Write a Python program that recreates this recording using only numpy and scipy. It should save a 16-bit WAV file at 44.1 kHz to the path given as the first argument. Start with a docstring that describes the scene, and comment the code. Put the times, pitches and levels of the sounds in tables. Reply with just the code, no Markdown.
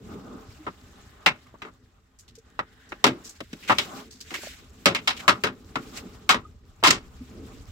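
"""Rope haul into an aluminium boat

A weighted rope comes hand over hand into a small boat on a still mangrove creek. Knocks excite hull modes
and dense panel noise; uneven slips drag the wet rope over the gunwale and shake damped hull modes.
Wet line hisses and swishes as shaped noise, light thuds and splashes are resonant noise bursts, and droplets
ring briefly in tuned bands. Short hollow notes are swelling sines; a light breeze on the microphone ports
and a faint far band are filtered noise."""
import sys
import numpy as np
from scipy import signal
from scipy.fft import rfft, irfft, next_fast_len
from scipy.io import wavfile

SR = 44100
rng = np.random.default_rng(int(sys.argv[2]) if len(sys.argv) > 2 else 0)


def transcribe(signal):
    """Save signal, clipped to [-1, 1], as a 16-bit WAV file at the path in sys.argv[1]."""
    frames = np.atleast_2d(signal).T
    limited = np.clip(frames, -1, 1)
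    pcm = np.round(limited * 32767).astype(np.int16)
    wavfile.write(sys.argv[1], SR, pcm)


N = 340011

# ringing modes of the hull: mode_hz [Hz], level_db [dB, relative]
HULL_MODES = [(125, -9.5), (190, -6), (256, -5), (335, -11.5), (428, -10), (580, 0.5), (805, -1),
              (1030, -3), (1230, -1), (1490, -7), (2020, -10.5), (2567, -11), (3062, -9), (4780, -12)]


def from_db(db):
    """Amplitude gain is ten to the power of decibels over twenty."""
    return 10 ** (np.asarray(db) / 20)


def rms_one(x):
    """Normalise the root-mean-square amplitude to 1."""
    return x / np.sqrt(np.mean(x ** 2) + 1e-20)


def at_hz(points, hz):
    """Interpolate a spectrum linearly along a logarithmic frequency axis."""
    points = np.array(points)
    return np.interp(np.log(hz), np.log(points[:, 0]), points[:, 1])


def drift(rate_hz):
    """Slow random fluctuation of rms 1: noise through two equal low-pass poles at rate_hz."""
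    step = 40   # samples between computed values
    pole = np.exp(-2 * np.pi * step * rate_hz / SR)
    noise = rng.standard_normal(N // step + 2002)
    slow = signal.lfilter([1], [1, -2 * pole, pole * pole], noise)[2000:]   # settled part
    return np.interp(np.arange(N) / step, np.arange(len(slow)), rms_one(slow))


def resonate(x, modes):
    """Parallel two-pole resonances (Hz, width Hz, dB) whose signs alternate."""
    out = 0
    for k, (hz, width_hz, level_db) in enumerate(modes):
        pole = np.exp(-np.pi * max(width_hz, 5) / SR)
        top = (1 - pole * pole) / 2 * from_db(level_db) * (-1) ** k
        feedback = [1, -2 * pole * np.cos(2 * np.pi * hz / SR), pole * pole]
        out = out + signal.lfilter([top, 0, -top], feedback, x)
    return out


def bands(noises):
    """Half-octave filter bank: (centre Hz, slice), two noises dealt in turn to neighbouring bands."""
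    edges = 22 * 2 ** np.arange(0, 10, .5)
    for k, (low, high) in enumerate(zip(edges, edges[1:])):
        band = signal.butter(3, [low, high], "band", fs=SR, output="sos")
        yield np.sqrt(low * high), signal.sosfilt(band, noises[k % 2])


def spread(mid, side, hz):
    """Diffuse-field coherence: mid and side noises mixed to the left-right likeness at this pitch."""
    # likeness of diffuse sound at the two ports: band_hz [Hz], likeness [0 to 1]
    likeness = [(240, 0.93), (950, 0.49), (3770, 0.02)]
    alike = np.clip(at_hz(likeness, hz), 0, 1)
    return np.sqrt(1 + alike) * mid + np.sqrt(1 - alike) * side * [[1], [-1]]


def diffuse(spectrum, patchy_db):
    """Diffuse stereo noise of rms 1: each band has its own level, flicker and coherence."""
    out, together = 0, drift(15.0)
    low, high = spectrum[0][0], spectrum[-1][0]
    for hz, (mid, side) in bands(rng.standard_normal((2, 2, N))):
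        if low / 1.5 < hz < high * 1.2:
            gain = from_db(at_hz(spectrum, hz) + patchy_db * (together + drift(24)))
            out = out + gain * spread(mid, side, hz)
    return rms_one(out)


def place(length, start_s):
    start = round(start_s * SR)
    at = slice(start, min(N, start + length))
    return at, np.arange(at.stop - start) / SR


def rubbing(low_hz, high_hz, side_db):
    """Friction excitation: uneven slips of the rope shake the hull modes between two pitches; rms 1."""
    slips = rng.standard_normal((2, N)) * from_db(2.6 * drift(12))
    damped = [(hz, 0.11 * hz, level_db) for hz, level_db in HULL_MODES if low_hz < hz < high_hz]
    shaken = resonate(slips, damped)
    mid, side = resonate(shaken, [(np.sqrt(low_hz * high_hz), high_hz, 0)])
    return rms_one(mid + from_db(side_db) * side * [[1], [-1]])


def rope(drag_db, rasp_db):
    """Friction drives low hull modes as the drag and higher ones as a wider rasp on top of it."""
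    drag = rubbing(63, 450, side_db=-13.0)
    rasp = rubbing(430, 1550, side_db=-1.5)
    return from_db(drag_db) * (drag + from_db(rasp_db) * rasp)


def add_swishes(hiss_db, now):
    """Wet line whipping through the air lifts the hiss to a crest, falling linearly in dB on both sides."""
    # whips of the line: crest_s [s], level_db [dB], length_s [s]
    swishes = [(4.441, -42.5, 0.21), (5.975, -36.5, 0.042)]
    for crest_s, level_db, length_s in swishes:
        away = np.abs(now - crest_s) / length_s
        hiss_db = np.maximum(hiss_db, level_db - 16 * away)   # 16 dB down after one length
    return hiss_db


def spatter(hiss_db):
    """Random arrivals: droplets fly off the line, more with a louder hiss; each rings a few damped cycles."""
    born = rng.random(N) < 260 * from_db(hiss_db + 48) / SR   # 260 a second at -48 dB
    sizes = born * from_db(3.5 * np.minimum(rng.exponential(1, N), 4) - 39.5)
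    dealt, out = rng.integers(0, 12, N), np.zeros((2, N))
    for k, hz in enumerate(np.geomspace(1300, 7000, 12)):
        drops = sizes * (dealt == k) + 1e-18
        balance = from_db(rng.normal(0, 1.9, (2, 1)))
        out += resonate(drops, [(hz, 0.16 * hz, 0)]) * balance
    return out


def wet_line(hiss_db):
    """Broadband diffuse noise for the wet hiss, joined by the droplets that follow its level."""
    # colour of the hiss: band_hz [Hz], density_db [dB per Hz, relative]
    hiss = [(880, -35), (1500, -9), (2740, -7.5), (5750, -12.5), (9220, -19), (15100, -21)]
    return from_db(hiss_db) * diffuse(hiss, patchy_db=1.8) + spatter(hiss_db)


def breeze(now):
    """Wind rumble on the microphone ports: low-frequency diffuse noise under a gust envelope."""
    # colour of the rumble: band_hz [Hz], density_db [dB per Hz, relative]
    rumble = [(22, -16.5), (65, 1), (110, -8), (170, -19)]
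    # strength of the breeze: time_s [s], level_db [dB]
    gusts = [(0, -47.5), (.7, -57), (2.1, -62), (3.6, -58), (6.1, -54.5), (7.71, -45.5)]
    return from_db(np.interp(now, *np.transpose(gusts))) * diffuse(rumble, patchy_db=2.5)


def far_band(now):
    """A faint band from afar: diffuse noise of limited bandwidth under a slow envelope."""
    # its colour: band_hz [Hz], density_db [dB per Hz, relative]
    colour = [(1180, -14), (1670, 1), (2370, -13), (3350, -9.5), (4740, -29.5)]
    # its strength: time_s [s], level_db [dB]
    strength = [(0, -76), (1.2, -63.5), (2.0, -82.5), (2.9, -60), (3.5, -71), (7.71, -84.5)]
    return from_db(np.interp(now, *np.transpose(strength))) * diffuse(colour, patchy_db=1)


def bloops():
    """Damped oscillation: hollow notes swell, waver and die as sines under a gamma-shaped envelope."""
    # likely drops and light taps on one panel: start_s [s], pitch_hz [Hz], level_db [dB], swell_s [s]
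    notes = [(0.587, 309, -46.5, 0.016), (1.618, 1228, -35.5, 0.0044), (2.376, 452, -49.5, 0.0078),
             (4.47, 610, -36, .0017), (6.448, 1240, -46.5, 0.0066), (7.206, 251, -38.5, 0.013)]
    out, waver = np.zeros(N), from_db(3.2 * drift(60))
    for start_s, hz, level_db, swell_s in notes:
        at, age = place(SR // 10, start_s)
        envelope = age / swell_s * np.exp(1 - age / swell_s)
        out[at] += from_db(level_db) * waver[at] * envelope * np.sin(2 * np.pi * hz * age)
    return out


def panels():
    """Modal density: noises heaped on scattered narrow modes, so each blow finds other strengths."""
    count, width_hz, gap_db = 70, 29.5, -10.5   # gap_db: floor between modes re one mode's peak
    size = next_fast_len(N)
    hz = np.fft.rfftfreq(size, 1 / SR)
    modes = 450 + 7550 * (np.arange(count) + rng.random(count)) / count   # 450 Hz to 8 kHz
    peaks = sum(1 / (1 + (2 * (hz - mode) / width_hz) ** 2) for mode in modes)
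    outside = (hz > 8000) + (hz < 450)   # smooth noise beyond the scattered modes
    heaped = np.sqrt(peaks + from_db(2 * gap_db) + outside)
    return irfft(rfft(rng.standard_normal((2, 3, size))) * heaped, size)[..., :N]


def panel_bands():
    """Two-port reception: panel noise in stereo bands with delay, level and coherence set by pitch."""
    slices = []
    for hz, (shared, left, right) in bands(1.65 * panels()):
        near = np.clip((hz - 400) / 700, 0, 1)   # long waves reach both ports alike
        late = np.roll(shared, round(near * 0.00018 * SR))   # short ones reach the left port later
        apart = 1.48 * near + 0.27   # bounces inside the boat differ at each port
        tilt_db = at_hz([(300, .2), (900, 2.4), (5000, -0.99)], hz)
        sides = from_db(tilt_db * np.array([[1], [-1]]))
        slices.append((hz, sides * np.array([late + apart * left, shared + apart * right])))
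    return slices


def knocks():
    """Impact excitation: each blow cracks and chatters, then panels die band by band as single modes ring."""
    # blows on the hull: start_s [s], level_db [dB], thud_db [dB, relative], bright_db [dB, relative],
    # spot_hz [Hz, strongest region], chatter_s [s, time before the decay]
    blows = [(0.666, -24.5, -8, -33, 1184, 0.02), (1.2608, -4, -20, -16, 2340, 0.0073),
             (1.541, -40, -8, -55, 980, 0.02), (1.619, -27.5, -12, -19.5, 2050, 0.0051),
             (1.649, -39, -8.5, -31, 1190, 0.039), (2.591, -13, -19, -29, 1310, 0.003),
             (2.92, -26, -13.5, -29, 1890, 0.0069), (3.041, -6.5, -13.5, -11, 900, 0.0014),
             (3.066, -16.5, -6.5, -14.5, 299, 0.011), (3.404, -27, -0.5, -14, 606, 0.0044),
             (3.53, -36.5, 3.5, -6, 197, 0.0072), (3.696, -6.5, -17.5, -28.5, 984, 0.028),
             (3.784, -16.5, -17, -4.5, 2940, 0.0027), (4.306, -30.5, -19, -12.5, 1890, 0.0011),
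             (4.857, -2.5, -14, -10, 560, 0.0022), (4.948, -20, -29, -10.5, 2440, 0.01),
             (5.0742, -12, -29.5, -10.5, 4010, 0.0062), (5.1, -26, -32, -10, 2480, 0.0026),
             (5.279, -6, -16, -14, 1248, 0.017), (5.437, -13, -6, -12, 1560, 0.0053),
             (5.468, -25.5, -21, -20.5, 1520, 0.0095), (5.756, -14, -10, -20.5, 1100, 0.0006),
             (6.291, -8, -21.5, -10.5, 1100, 0.024), (6.344, -16, -9, -23, 1093, 0.005),
             (6.828, -18.5, -5, -33, 910, 0.0086), (6.837, -8.5, -27, -9.5, 1026, 0.035),
             (6.872, -14.5, -5, -5, 5260, 0.0044), (6.905, -13, -18, -4, 6400, 0.0022)]
    # dense panel modes: band_hz [Hz], density_db [dB per Hz, relative]
    plate = [(59, -38.5), (100, -10.5), (410, -5), (1190, 0.5), (2990, -5.5), (9270, -34.5), (14200, -43)]
    # decay of a ring of share 1: band_hz [Hz], t60_s [s]
    plate_t60 = [(100, 0.37), (260, 0.3), (700, 0.18), (1840, 0.15), (12800, 0.1)]
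    damped_share = 0.27   # decay time of a heavy thud, as a share of plate_t60
    linger_db, linger_times = -21.5, 2   # a weaker part of the ring decays over a longer time
    snap_db, snap_s = 8, 0.003   # extra treble at 9 kHz just after the touch, and its fading time
    out, slices = np.zeros((2, N)), panel_bands()
    grit = from_db(1.62 * drift(80))   # uneven contacts while the weight rattles
    mode_hz, mode_db = np.transpose(HULL_MODES)[:, :, None]
    chance = rng.standard_normal((len(blows), 3, len(HULL_MODES), 1))
    for (start_s, level_db, thud_db, bright_db, spot_hz, chatter_s), draw in zip(blows, chance):
        height_draw, tune_draw, side_draw = draw
        # dull blows ring shorter, thudding ones approach the damped share
        free = 1 + 0.0187 * bright_db
        ring = free + (damped_share - free) / (1 + from_db(8.9 * (-3.5 - thud_db)))
        at, age = place(round(.4 * SR), start_s)
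        soft_s = .0003 * from_db(-.35 * (bright_db + 10))   # a dull blow is a slow contact

        def shape(hz):
            """Spectral colour of the struck spot, with frequency-dependent build-up and damping."""
            tone = [(420, thud_db + 21), (850, 0.00072), (1700, 0.2 * (bright_db + 21.5)),
                    (5500, bright_db + 22.0)]
            colour_db = at_hz(tone, hz) + 6 * np.exp(-(np.log2(hz / spot_hz) / 0.42) ** 2)
            fall_db = -60 * np.maximum(age - abs(chatter_s), 0) / (abs(ring) * at_hz(plate_t60, hz))
            dying = from_db(fall_db) + from_db(linger_db + fall_db / linger_times)
            swell = 1 - np.exp(-age / (1 / hz + soft_s))   # lows need a cycle or two to build
            treble_db = snap_db * np.clip(hz / 9000, 0, 2) * np.exp(-age / snap_s)
            return from_db(colour_db + treble_db) * dying * swell

        dense = sum(from_db(at_hz(plate, hz)) * shape(hz) * noise[:, at] for hz, noise in slices)
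        # the first touch is one sharp push and pull, reaching the left port later
        contact = (age - [[.0012], [.001]]) / (.3 * soft_s)
        crack = from_db(15) * contact * np.exp(-contact ** 2)
        # the struck panel sings at its own pitch
        spot_gain = from_db(at_hz(plate, spot_hz) - 19.5)
        spot = spot_gain * shape(spot_hz) * np.sin(2 * np.pi * spot_hz * age)
        height = from_db(mode_db - 22.0 + 1.1 * height_draw) * shape(mode_hz)
        # hand and load detune the panels
        turn = 2 * np.pi * (mode_hz * (1 + 0.015 * tune_draw) * age + tune_draw)
        shift = side_draw * (mode_hz > 500)   # higher modes differ in phase at the right port
        modes = [np.sum(height * np.sin(turn + side * shift), axis=0) for side in (0, 1)]
        out[:, at] += from_db(level_db - 9.0) * ((dense + spot) * grit[at] + modes + crack)
    return out


def ticks():
    """Resonant noise bursts: gritty light thuds and knocks on the hull, and bright ticks and splashes."""
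    # light thuds, knocks, ticks and splashes: start_s [s], level_db [dB], pitch_hz [Hz],
    # length_s [s, time to fall 30 dB]
    bursts = [(1.463, -55, 1040, 0.097), (2.187, -47, 6400, 0.063), (2.279, -49, 3620, 0.05),
              (2.352, -47, 5100, 0.033), (2.385, -52, 5860, 0.023), (2.89, -53, 5570, 0.061),
              (3.242, -41.5, 5400, 0.12), (3.292, -41, 6530, 0.048), (3.626, -41, 2250, 0.1),
              (3.675, -30.5, 2170, 0.16), (4.105, -46.5, 4850, 0.14), (4.204, -37.5, 4700, 0.05),
              (4.313, -37.5, 293, 0.11), (4.338, -25.5, 2100, 0.065), (4.386, -42.5, 330, 0.036),
              (4.429, -43.5, 600, .06), (5.165, -36.5, 2880, 0.069), (5.191, -34.5, 2180, 0.058),
              (6.145, -38.5, 108, 0.043)]
    out, grit = np.zeros((2, N)), from_db(2.3 * drift(140))
    for start_s, level_db, hz, length_s in bursts:
        at, age = place(SR // 4, start_s)
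        mid, side = resonate(rng.standard_normal((2, len(age))), [(hz, 0.46 * hz, 0)])
        burst = rms_one(spread(mid, side, hz))
        fall = from_db(level_db - 30 * age / abs(length_s))
        swell = np.tanh(age / (0.053 * abs(length_s)))
        out[:, at] += burst * grit[at] * fall * swell
    return out


def scene():
    """Linear superposition of drag, wet line, breeze, far band, hollow notes, blows and light ticks."""
    # the haul: time_s [s], drag_db [dB], rasp_db [dB re the drag], hiss_db [dB]
    haul = [(0, -53.5, -19, -65), (.1, -43, -5.5, -59), (.37, -47.5, -4, -60), (.52, -59.5, -3.5, -60.5),
            (1.299, -58.5, -4, -65), (2.101, -71.5, -3, -75), (2.85, -61.5, -8, -66.5),
            (3.2, -57, 2, -60.5), (3.45, -66.5, -8, -62), (3.983, -43.5, 0.5, -47), (4.1, -58, -12, -65),
            (4.8, -57.5, -5, -60), (5.221, -49.5, 0.5, -54.5), (5.598, -52.5, -12.5, -64),
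            (5.94, -45, -7.5, -53.5), (6.582, -64.5, -7, -72), (7.15, -58.5, -4.5, -61),
            (7.45, -44.5, -13, -60), (7.71, -57.5, -6, -57.5)]
    now = np.arange(N) / SR
    time_s, *columns = np.transpose(haul)
    drag_db, rasp_db, hiss_db = (np.interp(now, time_s, column) for column in columns)
    hauled = rope(drag_db, rasp_db) + wet_line(add_swishes(hiss_db, now))
    air = breeze(now) + far_band(now)
    return hauled + air + bloops() + knocks() + ticks()


def record(dry):
    """Microphone response: resonances colour the treble, saturation rounds peaks, a low-pass cuts the top."""
    # treble colour: centre_hz [Hz], width_hz [Hz], lift_db [dB]
    treble = [(7470, 1800, 5), (9360, 3800, -6.5)]
    for hz, width_hz, lift_db in treble:
        dry = dry + (from_db(lift_db) - 1) * resonate(dry, [(hz, width_hz, 0)])
    rounded = np.tanh(dry) * 1.188
    top_cut = signal.cheby2(12, 60, 16900, fs=SR, output="sos")   # 60 dB down from 16.9 kHz
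    return signal.sosfilt(top_cut, rounded)


dry = scene()
out = record(dry)
transcribe(out)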